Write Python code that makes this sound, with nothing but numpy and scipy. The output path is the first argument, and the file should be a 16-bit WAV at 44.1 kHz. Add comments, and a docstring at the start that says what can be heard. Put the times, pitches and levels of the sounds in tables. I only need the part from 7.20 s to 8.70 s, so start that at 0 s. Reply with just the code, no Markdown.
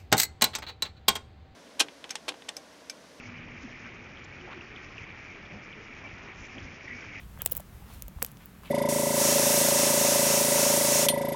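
"""Two steps on thin lake ice, heard from a phone in the walker's hand.
Light wind rumbles on the microphone over a faint outdoor hiss throughout. At 0.2 s the first step lands
with a dull thud and a faint rubber squeak; the ice gives a cluster of tiny bright cracks and the sheet
answers with short falling knocks. Soles scuff and trousers swish around 0.7 s. The second step cracks
and knocks from 0.8 to 1.1 s; a few stray cracks and a last scuff follow."""
import sys
import numpy as np
from scipy import signal
from scipy.fft import rfft, irfft
from scipy.io import wavfile

SR = 44100
rng = np.random.default_rng(int(sys.argv[2]) if len(sys.argv) > 2 else 0)


def unload_wav(signal):
    """Save mono or channel-first audio to the path in sys.argv[1] as 16-bit WAV at rate SR, clipped to [-1, 1]."""
    wavfile.write(
        sys.argv[1],
        SR,
        np.round(np.clip(np.atleast_2d(signal).T, -1, 1) * 32767).astype(np.int16),
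    )


N = 66150


def undb(db):
    """Decibels to amplitude."""
    return 10 ** (np.asarray(db) / 20)


def unit_energy(x):
    """Scale to an energy of 1."""
    return x / np.sqrt(np.sum(x ** 2) + 1e-18)


def add(out, start_s, x):
    """Mix x into out from start_s."""
    i = max(int(start_s * SR), 0)
    out[i:i + len(x)] += x[:len(out) - i]


def colour(points, size):
    """Gain per FFT bin from (Hz, dB) points."""
    hz, db = np.array(points, float).T
    return undb(np.interp(np.log(np.fft.rfftfreq(size, 1 / SR) + 1), np.log(hz), db))


def noise(gain):
    """Noise of rms 1 with the given spectral shape."""
    return unit_energy(irfft(rfft(rng.standard_normal(N)) * gain, N)) * np.sqrt(N)


def wander(rate_hz):
    """Smooth random wander, spread near 1."""
    knots = rng.standard_normal(N)
    return np.interp(np.arange(N) * rate_hz / SR, np.arange(N), knots)


def min_phase_pulse(gain):
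    """The shortest causal pulse with this spectrum, energy 1."""
    cepstrum = irfft(np.log(gain / gain.max() + undb(-70)))
    half = len(cepstrum) // 2
    cepstrum[1:half] *= 2
    cepstrum[half + 1:] = 0
    return unit_energy(irfft(np.exp(rfft(cepstrum))))


def burst(decay_s, size):
    """Exponentially decaying noise, energy 1."""
    return unit_energy(rng.standard_normal(size) * np.exp(-np.arange(size) / SR / decay_s))


# Hiss spectrum. Each row: frequency in Hz, relative level in dB.
HISS_SPECTRUM = [(100, -8), (350, 0), (600, -3), (1100, -2), (2200, -6.5), (4800, -15.5), (9000, -16),
                 (16500, -13), (17500, -44), (19000, -58)]
# Hiss envelope. Each row: time in seconds, level in dB.
HISS_LEVELS = [(0, -59), (.4, -56), (.5, -59), (.62, -57.5), (.78, -58), (.93, -59.5), (1.08, -57.5),
               (1.35, -59.5), (1.5, -59)]


def hiss(t):
    """Distant outdoor hiss; the level flickers slightly."""
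    level_db = np.interp(t, *np.array(HISS_LEVELS).T)
    return noise(colour(HISS_SPECTRUM, N)) * undb(level_db + 0.8152 * wander(rate_hz=15.94))


# Rumble spectrum. Each row: frequency in Hz, relative level in dB.
RUMBLE_SPECTRUM = [(50, -11.5), (90, -4.5), (130, 0), (200, -0.5), (260, -9), (340, -15.5), (600, -24),
                   (1500, -48.5)]


def rumble(level_db=-53):
    """Steady low outdoor rumble."""
    return noise(colour(RUMBLE_SPECTRUM, N)) * undb(level_db)


# Wind spectrum. Each row: frequency in Hz, relative level in dB.
WIND_SPECTRUM = [(15, -33), (30, -13.5), (45, -11), (62, -1.5), (85, -10), (120, -13), (250, -47.5),
                 (600, -50.5)]
# Gust envelope. Each row: time in seconds, level in dB.
WIND_LEVELS = [(0, -52), (.124, -46.5), (.254, -51), (.37, -48), (.442, -49.5), (.5, -48.5), (.568, -45.5),
               (.614, -52.5), (.76, -47.5), (.818, -47), (.93, -57), (1.0, -49), (1.048, -53),
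               (1.144, -59.5), (1.35, -57.5), (1.474, -51), (1.5, -54.5)]


def wind(t):
    """Light gusts buffet the microphone."""
    level_db = np.interp(t, *np.array(WIND_LEVELS).T)
    return noise(colour(WIND_SPECTRUM, N)) * undb(level_db)


# Sole scuffs and cloth swishes. Each row: peak time in seconds, half length in seconds, level in dB,
# band centre in Hz, band spread in octaves.
FRICTION_STROKES = [(0.014, 0.0273, -61.5, 2625, 0.495), (0.213, 0.0079, -51.5, 2774, 0.233),
                    (0.207, 0.0108, -52.5, 1500, 0.34), (0.697, 0.0169, -55, 815, 0.664),
                    (0.728, 0.0443, -60, 2350, 0.98), (0.743, 0.0444, -59.5, 13000, 0.68),
                    (1.064, 0.0267, -60, 3300, 2.6), (1.224, 0.0186, -58.5, 1570, 0.845),
                    (1.47, 0.0177, -52.5, 2674, 0.416), (1.463, 0.0476, -56.5, 1016, 1.07),
                    (1.463, 0.034, -63.5, 9600, 1.12)]
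FRICTION_GRAIN_DB = 3


def rubs(t):
    """Grainy friction of soles and trousers swells and fades with each movement."""
    out, bin_hz = np.zeros(N), np.fft.rfftfreq(N, 1 / SR) + 1
    for peak_s, half_s, db, centre_hz, spread_oct in FRICTION_STROKES:
        band = np.exp(-.5 * (np.log2(bin_hz / centre_hz) / spread_oct) ** 2)
        band /= 1 + (bin_hz / 17000) ** 40
        swell = np.exp(-.5 * ((t - peak_s) / half_s) ** 2)
        out += noise(band) * undb(db + FRICTION_GRAIN_DB * wander(rate_hz=400)) * swell
    return out


def squeak(t, peak_s=.204, half_s=0.0093, level_db=-55.5):
    """Stick-slip of a rubber sole twisting on ice: an unsteady tone that sags as the sole slows."""
    pitch_hz, sag_hz_per_s, jitter_hz = 3300, 4000, 190.4
    hz = pitch_hz - sag_hz_per_s * (t - peak_s) + jitter_hz * wander(rate_hz=700)
    gain = undb(level_db + FRICTION_GRAIN_DB * wander(rate_hz=401))
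    swell = np.exp(-.5 * ((t - peak_s) / half_s) ** 2)
    return gain * swell * np.sin(2 * np.pi * np.cumsum(hz) / SR)


# Thuds. Each row: peak time in seconds, peak level in dB, pitch in Hz, half length in seconds.
WEIGHT_THUDS = [(0.123, -47.5, 65, 0.022), (0.16, -38, 60, 0.0092), (.196, -37, 110, 0.00412),
                (0.386, -40.5, 61.7, 0.0274), (0.854, -38.5, 49.4, 0.0218), (0.973, -32.5, 64.3, 0.0096),
                (.968, -42, 161.7, 0.00575), (1.025, -38, 206.8, 0.00466), (1.052, -49, 65, 0.015)]


def thuds(t):
    """A cycle or two of deep bass as the walker's weight shifts."""
    out = np.zeros(N)
    for peak_s, db, hz, half_s in WEIGHT_THUDS:
        swell = np.exp(-((t - peak_s) / half_s) ** 2)
        out += undb(db) * swell * np.cos(2 * np.pi * hz * (t - peak_s))
    return out


# Ice sheet knocks. Each row: start in seconds, energy in dB, first pitch in Hz, last pitch in Hz,
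# decay in ms.
SHEET_KNOCKS = [(.175, -26, 1983, 590, 1.88), (.191, -26.5, 870, 547, 5), (.2192, -17.5, 2050, 406.4, 2.8),
                (.2610, -22.5, 1032, 686, 8), (.2620, -16, 554, 456, 1.64), (.3220, -16, 568, 517.6, 3.62),
                (0.3689, -25.5, 1082, 478.6, 4.9), (.377, -34.5, 1420, 600, 3),
                (.3990, -19, 1067, 571.6, 3.8), (.620, -29.5, 996, 816.5, 5.4), (.8228, -29, 800, 540, 4.5),
                (.882, -25.5, 803, 542, 3.43), (.987, -27.5, 1290, 590, 1.14),
                (1.0221, -12, 2285, 915, 0.365), (1.0226, -16, 942, 456, 1.31),
                (1.026, -15.5, 1790, 680, 0.43), (1.0275, -13.5, 552, 487.7, 4.7),
                (1.434, -27.5, 1290, 1042, 2.9)]


def knocks(size=2048, glide_s=0.001101, rise_share=0.109):
    """Bending waves in the sheet: the high part arrives first, so each knock falls in pitch."""
    out, t = np.zeros(N), np.arange(size) / SR
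    for start_s, db, first_hz, last_hz, decay_ms in SHEET_KNOCKS:
        hz = last_hz + (first_hz - last_hz) * np.exp(-t / glide_s)
        age = t * 1000 / decay_ms
        envelope = np.exp(-age) * (1 - np.exp(-age / rise_share))
        tone = np.sin(2 * np.pi * np.cumsum(hz) / SR)
        add(out, start_s, undb(db) * unit_energy(envelope * tone))
    return out


# Spectrum of a crack's broad snap. Each row: frequency in Hz, relative level in dB.
SNAP_SPECTRUM = [(200, -22.5), (700, -1), (1500, -11.5), (3000, 2), (4800, -7.5), (7500, -2), (12000, 3),
                 (16000, -3), (19000, -10)]
# Ice fractures. Each row: start in seconds, direct energy in dB, ping pitch in Hz, nominal ping width
# in Hz, snap relative to ping in dB, splinter decay in ms.
ICE_CRACKS = [(.1892, -32, 14000, 5000, 0, 0.5), (0.219, -5, 15410, 3500, -5, 0.87),
              (0.2519, -16, 16200, 2000, -17.5, .1), (0.2607, 0.5, 13920, 1900, -13, 0.11),
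              (0.2608, -3, 8334, 1000, -2, 0.227), (0.2619, -4, 8920, 900, 0, 0.294),
              (0.261, -18.5, 2030, 260, -16.5, .1), (0.2747, -20, 15400, 2500, 1, 0.86),
              (0.2983, -28.5, 13000, 5000, -15, 1.2), (0.3127, -16, 13500, 5000, -9, 0.37),
              (0.3171, -9, 13020, 4530, -11.5, 0.12), (0.3208, -2, 15700, 1800, -15.5, 0.173),
              (0.3226, -3, 15150, 2020, -14, 0.118), (0.3225, -27.5, 5460, 400, -20.5, 0.165),
              (0.3210, -24, 3158, 300, -20, .1), (0.3315, -20.5, 12300, 2000, -6.5, 0.46),
              (0.3513, -14, 15400, 2000, -6, 0.285), (0.3511, -35, 3200, 450, -11.5, 0.23),
              (0.3639, -25.5, 14500, 5000, -12, 0.61), (0.3685, -5.5, 14600, 2300, -17, 0.154),
              (0.3684, -16.5, 8900, 1110, -25, 0.081), (0.377, -9.5, 16100, 2200, -11.5, 0.61),
              (0.398, -24.5, 14000, 5000, -4, 1.54), (0.4039, -23, 13500, 4500, -4, .5),
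              (0.8226, -12.5, 11760, 6500, -9, 0.014), (0.8226, -22.5, 6780, 900, -4.5, 0.097),
              (0.8819, -20.5, 13240, 2500, -13.5, 0.24), (0.8822, -31.5, 6770, 700, -7.5, .3),
              (1.0184, -28.5, 14000, 5000, -7.5, .1), (1.0257, -2.5, 13160, 2800, -8.5, 0.083),
              (1.0259, -8.5, 8150, 1000, -12, .1), (1.0266, -14.5, 7820, 2500, -8, 0.107),
              (1.027, -3.5, 13640, 4200, -8, 0.059), (1.0392, -28.5, 13000, 5000, -2, .2),
              (1.0477, -8.5, 13140, 2010, -10, 0.21), (1.0478, -17, 4350, 3400, -13.5, 0.059),
              (1.0639, -18.5, 10200, 4000, -3, 0.087), (1.1168, -26, 10500, 4500, 2, 0.174),
              (1.1712, -33, 4170, 3000, -7, 0.21), (1.2578, -20, 14800, 2440, -17, 0.039),
              (1.435, -34, 2480, 2980, -12, 0.28)]
SPLINTER_DB = 4.5
BODY_ECHO_S, BODY_ECHO_DB, BODY_SMEAR_S = 0.0016, -12.5, 0.00045
SCATTER_DB, SCATTER_DECAY_S = -15.5, 0.00655


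def cracks(size=2048):
    """Each fracture pings and snaps, splinters, echoes off the walker and scatters over the ice."""
    out, bin_hz = np.zeros(N), np.fft.rfftfreq(size, 1 / SR)
    snap = unit_energy(colour(SNAP_SPECTRUM, size))
    for start_s, db, ping_hz, width_hz, snap_db, splinter_ms in ICE_CRACKS:
        low_cut = bin_hz / np.hypot(bin_hz, ping_hz)
        ping = unit_energy(low_cut / (1 + ((bin_hz - ping_hz) / (1.023 * width_hz)) ** 2))
        pulse = min_phase_pulse(np.hypot(ping, undb(snap_db) * snap))
        fracture = undb(SPLINTER_DB) * burst(splinter_ms / 1000, size)
        fracture[0] += 1  # initial break
        direct = unit_energy(signal.fftconvolve(pulse, fracture))
        echo = unit_energy(signal.fftconvolve(pulse, burst(BODY_SMEAR_S, size)))
        scatter = unit_energy(signal.fftconvolve(pulse, burst(SCATTER_DECAY_S, size)))
        add(out, start_s, undb(db) * direct)
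        add(out, start_s + BODY_ECHO_S, undb(db + BODY_ECHO_DB) * echo)
        add(out, start_s, undb(db + SCATTER_DB) * scatter)
    return out


def scene():
    """Ice, walker and outdoor air in one channel."""
    t = np.arange(N) / SR
    ice = cracks() + knocks()
    walker = thuds(t) + rubs(t) + squeak(t)
    outdoors = wind(t) + rumble() + hiss(t)
    return (ice + walker + outdoors)[None]


def record(dry):
    """The phone's microphone rolls off the highest treble, and the very top is cut."""
    roll_off_hz, cut_hz = 17500, 19800
    soft = signal.sosfilt(signal.butter(5, roll_off_hz, fs=SR, output="sos"), dry)
    return signal.sosfilt(signal.ellip(8, .2, 80, cut_hz, fs=SR, output="sos"), soft)


dry = scene()
out = record(dry)
unload_wav(out)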